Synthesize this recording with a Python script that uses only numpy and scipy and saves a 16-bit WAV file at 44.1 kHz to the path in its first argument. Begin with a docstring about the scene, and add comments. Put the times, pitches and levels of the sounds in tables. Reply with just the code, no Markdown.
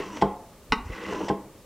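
"""Two rasping strokes of steel on steel, each ending in a wooden knock, in a small workshop.
A rod is drawn along the edge of a scraper clamped in a wooden bench vise: tiny slips shake rod,
edge and bench, then the rod grates over the corner and drops onto the wood. Between the strokes
it is set back on the edge with a bright clack and a few soft bumps. The room rings briefly."""
import sys
import numpy as np
from scipy import signal
from scipy.io import wavfile

SR = 44100
rng = np.random.default_rng(int(sys.argv[2]) if len(sys.argv) > 2 else 0)


def generate_wav(sig):
    """Save sig (samples, or channels by samples) to the path in sys.argv[1] as 16-bit PCM at SR."""
    pcm = np.round(np.clip(np.atleast_2d(sig).T, -1, 1) * 32767).astype(np.int16)
    wavfile.write(sys.argv[1], SR, pcm)


N = 72765
TIME = np.arange(N) / SR


def amp(db):
    """Decibels to gain."""
    return 10 ** (np.asarray(db) / 20)


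def unit(x):
    """Scale to rms 1."""
    return x / np.sqrt(np.mean(x ** 2) + 1e-20)


def read(points, hz):
    """Interpolate (Hz, value) rows on a log-frequency axis."""
    points_hz, values = np.transpose(points)
    return np.interp(np.log(hz + 1), np.log(points_hz + 1), values)


def add(mix, start_s, sound):
    """Mix a sound in at start_s."""
    part = mix[max(round(start_s * SR), 0):][:len(sound)]
    part += sound[:len(part)]


def impulse(spectrum):
    """Minimum-phase click of energy 1 from (Hz, dB) rows."""
    hz = abs(np.fft.fftfreq(8192, 1 / SR))
    log_gain = np.log(amp(np.maximum(read(spectrum, hz), -100)))
    click = np.fft.ifft(np.exp(np.conj(signal.hilbert(log_gain)))).real[:4096]
    return click / np.linalg.norm(click)


def colour(x, spectrum):
    """Filter by (Hz, dB) rows, to rms 1."""
    return unit(signal.fftconvolve(x, impulse(spectrum))[:len(x)])


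def resonate(x, hz, width_hz):
    """Steep resonance following the curve hz, to rms 1."""
    carrier = np.exp(2j * np.pi * np.cumsum(hz) / SR)
    pole = np.exp(-np.pi * width_hz / SR)
    return unit((carrier * signal.lfilter([1], np.poly([pole, pole]), x / carrier)).real)


def room(x, wet_db, echoes_per_s=3000):
    """Add the workshop's reflections, each band dying at its own rate."""
    # Each row: frequency in Hz, T60 in seconds.
    decay = [(100, 0.38), (260, 0.55), (700, 0.56), (1840, 0.46), (4850, 0.21), (10000, 0.19)]
    t = TIME[:SR // 2]
    taps = rng.choice([-1., 1.], len(t)) * (rng.random(len(t)) < echoes_per_s / SR) * (t > .005)
    hz, frame_s, bands = signal.stft(taps, SR, nperseg=256)
    bands = bands * amp(-60 * frame_s / read(decay, hz)[:, None])
    tail = signal.istft(bands, SR, nperseg=256)[1]
    return x + amp(wet_db) * signal.fftconvolve(x, tail / np.linalg.norm(tail))[:N]


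def room_tone(level_db=-51):
    """Steady, mostly low noise of the workshop."""
    # Each row: frequency in Hz, relative level in dB.
    spectrum = [(12, -26), (20, -1.5), (129, -1.5), (569, -6), (631, -10), (716, -17), (1190, -13),
                (1390, -20.5), (1670, -20), (1890, -21), (2100, -20.5), (9000, -31), (11700, -50),
                (19800, -120)]
    return amp(level_db) * colour(rng.standard_normal(N), spectrum)


def mic_hiss(level_db=-58.5):
    """Microphone self-noise, independent in each channel."""
    spectrum_hz_db = [(15, 21), (80, 14.5), (200, 8), (1000, -2.5), (8000, 6.5), (16000, 3)]
    return amp(level_db) * np.array([colour(noise, spectrum_hz_db) for noise in rng.standard_normal((2, N))])


def bumps():
    """Hands bump the bench: low, soft swings of a few cycles at most."""
    # Each row: centre in seconds, frequency in Hz, half-width in seconds, level in dB.
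    swings = [(0.718, 42.4, 0.014, -27.5), (0.778, 32.4, 0.013, -34.5), (0.821, 49.6, 0.039, -38.5),
              (0.865, 77, 0.012, -30), (0.902, 81, 0.0059, -27), (0.921, 43, 0.016, -33),
              (1.042, 65, 0.0073, -47)]
    mix = np.zeros(N)
    for centre_s, hz, width_s, db in swings:
        t = TIME - centre_s
        mix += amp(db) * np.exp(-(t / width_s) ** 2) * np.cos(2 * np.pi * hz * t)
    return mix


def ring(modes):
    """Struck modes of alternating sign, each swelling over its first cycle, then decaying."""
    t = TIME[:SR // 2]
    mix = np.zeros(len(t))
    for k, (hz, db, t60_s) in enumerate(modes):
        attack = 1 - np.exp(-(hz * t) ** 2)
        mix += (-1) ** k * attack * amp(db - 60 * t / t60_s) * np.sin(2 * np.pi * hz * t)
    return mix


def impacts(hits, modes, spectrum, modes_db, click_db, dense_db, dense_t60_s, wet_db):
    """Each hit: a blow (contact click and fast-dying dense modes) in the room, plus a dry ring."""
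    t, blows, rings = TIME[:SR // 2], np.zeros(N), np.zeros(N)
    for start_s, blow_db, ring_db in hits:
        burst = rng.standard_normal(len(t)) * amp(-60 * t / dense_t60_s)
        dense = colour(burst, spectrum)
        add(blows, start_s, amp(blow_db + dense_db) * dense / np.linalg.norm(dense))
        add(blows, start_s, amp(blow_db + click_db) * impulse(spectrum))
        add(rings, start_s, amp(ring_db + modes_db) * ring(modes))
    return room(blows, wet_db) + rings


def clacks():
    """The rod lands on the steel edge and bounces; rod and blade ring."""
    # Each row: start in seconds, blow gain in dB, ring gain in dB.
    hits = [(.7221, -2, 3.5), (.7233, -2, -8.5), (.7302, -9, -14)]
    # Each row: frequency in Hz, relative level in dB, T60 in seconds.
    steel_modes = [(191, 2.5, 0.13), (261.5, 0.5, .16), (393, -11, 0.32), (432, -8, 0.39), (913, -4, 0.24),
                   (917, -3.5, 0.24), (1118, -5, 0.31), (1278, 6, 0.14), (1442, 2, 0.071),
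                   (1532, -7.5, 0.18), (2069, 10, 0.031), (2980, 9.5, 0.027), (3094, -11, 0.039),
                   (5520, -2, 0.054)]
    # Each row: frequency in Hz, relative level in dB.
    crack_spectrum = [(90, -13), (180, -7.5), (260, 4.5), (320, -4.5), (400, 6.5), (470, -2.5), (560, -25),
                      (720, -13.5), (860, -0.5), (1450, 1.5), (1680, -20), (2000, 6.5), (2400, -10),
                      (2850, -0.5), (3350, -30), (3780, -3), (4550, -20), (5550, -11), (6100, -24.5),
                      (8700, -36), (9400, -29), (10200, -47), (16000, -70)]
    return impacts(hits, steel_modes, crack_spectrum,
                   modes_db=-29.5, click_db=6.5, dense_db=6, dense_t60_s=0.058, wet_db=-12)


def knocks():
    """The rod drops off the blade onto the wooden jaws and rebounds; vise and bench ring."""
    # Each row: start in seconds, blow gain in dB, ring gain in dB.
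    hits = [(.2228, 0, -1), (.2285, -7.5, -17), (.243, -11, -17.5), (1.2998, -4, -3.5),
            (1.3195, -14.5, -31)]
    # Each row: frequency in Hz, relative level in dB, T60 in seconds.
    wood_modes = [(150.4, 1, 0.14), (198, 2, 0.29), (296, -28, 0.26), (306, 2, .13), (404.6, 3.5, 0.21),
                  (431.4, -2.5, 0.26), (478, 2.5, 0.15), (664, -4, 0.24), (820, 6, 0.094),
                  (884, -31, 0.062), (1035, -33, 0.42), (1058, -4.5, 0.28), (1542, -8, 0.067)]
    # Each row: frequency in Hz, relative level in dB.
    thud_spectrum = [(25, -42), (60, -8), (115, -13.5), (195, -3), (248, -7), (320, -0.5), (460, 1),
                     (570, -9.5), (670, -3), (740, -11), (840, 4.5), (950, -5), (1060, -8.5), (1200, -13.5),
                     (1550, -23), (2000, -34), (3300, -32), (5500, -59), (10000, -77), (16000, -97)]
    return impacts(hits, wood_modes, thud_spectrum,
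                   modes_db=-22.5, click_db=6, dense_db=6.5, dense_t60_s=0.066, wet_db=-9.5)


def bites(bursts, spectrum):
    """Short bursts of friction noise where the rod bites."""
    gate = np.zeros(N)
    for start_s, length_s, db in bursts:
        gate += amp(db) * np.interp(TIME - start_s, [-.001, 0, length_s, length_s + .0045], [0, 1, 1, 0])
    return gate * colour(rng.standard_normal(N), spectrum)


def catches():
    """The rod catches on the edge and shakes the bench."""
    # Each row: start in seconds, length in seconds, level in dB.
    bursts = [(.02, 0.013, -40), (1.09, 0.015, -41), (1.126, 0.0027, -29.5), (1.144, 0.0065, -32.5),
              (1.206, 0.014, -28.5)]
    # Each row: frequency in Hz, relative level in dB.
    spectrum = [(100, -41), (200, -14), (330, -1), (470, 6), (700, -11.5), (900, 3), (1060, -5.5),
                (1300, -15), (3000, -33), (4200, -36), (6000, -38), (12000, -65)]
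    return bites(bursts, spectrum)


def grates():
    """The rod grates over the corner or a nick."""
    # Each row: start in seconds, length in seconds, level in dB.
    bursts = [(.1718, .001, -33.5), (.210, 0.0034, -43), (.215, 0.011, -29.5), (1.2835, 0.012, -30)]
    # Each row: frequency in Hz, relative level in dB.
    spectrum = [(120, -45), (200, -2), (903, 5.5), (1510, -13.5), (1950, 2), (2440, -11.5), (3260, -4),
                (3870, -17), (5550, -10), (6150, -21), (7820, -17.5), (8820, -34), (12000, -42),
                (15600, -70), (22000, -120)]
    return bites(bursts, spectrum)


def grit(slips_per_s=6000, spread_db=3.5, chatter_per_s=180, chatter_db=3):
    """Dense tiny slips of steel on steel, clumped by chatter."""
    size = amp(spread_db * np.minimum(rng.exponential(1, N), 4)) * rng.choice([-1, 1], N)
    chatter = np.interp(TIME * chatter_per_s, np.arange(N), rng.standard_normal(N))
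    return size * (rng.random(N) < slips_per_s / SR) * amp(chatter_db * chatter)


def sliding(resonances, travel):
    """Grit rings resonances whose wavelength changes in step with the rod's travel (0 to 1)."""
    mix = np.zeros(N)
    for start_hz, end_hz, width_hz, start_db, end_db in resonances:
        hz = 1 / ((1 - travel) / start_hz + travel / end_hz)
        mix += amp(start_db + (end_db - start_db) * travel) * resonate(grit(), hz, width_hz)
    return mix


def strokes():
    """Grit drives the bench's drone and sway, the rod's rasp and the edge's hiss and whistle."""
    # One list per stroke. Each row: time in seconds, then drone, rasp and hiss gains in dB.
    envelopes = [
        [(0.0, -26.5, -38, -50), (0.016, -43.5, -38.5, -50.5), (0.086, -49, -45.5, -54),
         (0.168, -46.5, -41.5, -47.5), (0.205, -45, -45.5, -50.5)],
        [(0.86, -75, -52, -55.5), (0.912, -41.5, -46, -59), (0.936, -49, -39, -51.5),
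         (0.986, -48, -40.5, -55.5), (1.124, -35.5, -36.5, -45.5), (1.17, -42, -41.5, -51.5),
         (1.24, -37.5, -39.5, -50), (1.254, -37, -46, -49), (1.275, -63, -45, -52)],
    ]
    # Spectra. Each row: frequency in Hz, relative level in dB.
    bench_drone = [(76, -44), (130, -44), (140, -33), (189, -9), (291, -4), (323, -3), (350, -5), (414, -4),
                   (750, -19), (980, -67), (1650, -120)]
    steel_rasp = [(440, -32), (750, -5), (925, -4), (1210, -5.5), (1600, -6.5), (1740, -10), (1970, -15),
                  (2290, -12.5), (2760, -12), (4020, -23), (4500, -28), (5850, -61), (9900, -120)]
    edge_hiss = [(2500, -12), (4000, -7.5), (5400, 3), (6500, -2.5), (8400, -9.5), (9500, -17),
                 (11000, -42), (16000, -70)]
    bench_sway = [(15, -3), (45, -7), (80, 4.5), (130, -5), (300, -41)]
    # Gliding resonances. Each row: start, end and width in Hz, start and end gain in dB.
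    rod_low = [(191, 205, 55, -8, -1.5), (484, 279, 84, -3, 3)]
    rod_mid = [(1119, 905, 52, -10, -0.5), (2000, 1970, 230, -7, -17.5), (2720, 2910, 740, -12, -11)]
    edge_whistle = [(5870, 5900, 280, -14, -5.5), (6560, 6800, 2100, -15, -11)]
    slide_s = 0.204  # fast end of a stroke, where the rod's free length grows
    mix = np.zeros(N)
    for envelope in envelopes:
        times_s, *gains_db = np.transpose(envelope)
        start_s, end_s = times_s[0], times_s[-1]
        gate = np.interp(TIME, [start_s - .02, start_s, end_s, end_s + .013], [0, 1, 1, 0])
        drone_gain, rasp_gain, hiss_gain = (gate * amp(np.interp(TIME, times_s, db)) for db in gains_db)
        travel = np.clip(1 - (end_s - TIME) / slide_s, 0, 1)
        slips = grit()
        drone = colour(slips, bench_drone) + amp(-13) * colour(slips, bench_sway)
        drone += sliding(rod_low, travel)
        rasp = amp(-4.5) * colour(slips, steel_rasp) + sliding(rod_mid, travel)
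        hiss = amp(-6) * colour(slips, edge_hiss) + sliding(edge_whistle, travel)
        mix += drone_gain * drone + rasp_gain * rasp + hiss_gain * hiss
    return mix


def scene():
    """Bench work and room tone in the centre, over stereo hiss."""
    friction = strokes() + grates() + catches()
    centre = room(friction, wet_db=-10.5) + knocks() + clacks() + bumps() + room_tone()
    return centre + mic_hiss()


def record(dry):
    """Microphone low cut, then a steep band limit."""
    low_cut_hz, band_limit_hz = 13, 15850
    highpass = signal.butter(2, low_cut_hz, "highpass", fs=SR, output="sos")
    lowpass = signal.firwin(511, band_limit_hz, window=("kaiser", 9), fs=SR)
    return signal.oaconvolve(signal.sosfilt(highpass, dry), lowpass[None], "same")


dry = scene()
out = record(dry)
generate_wav(out)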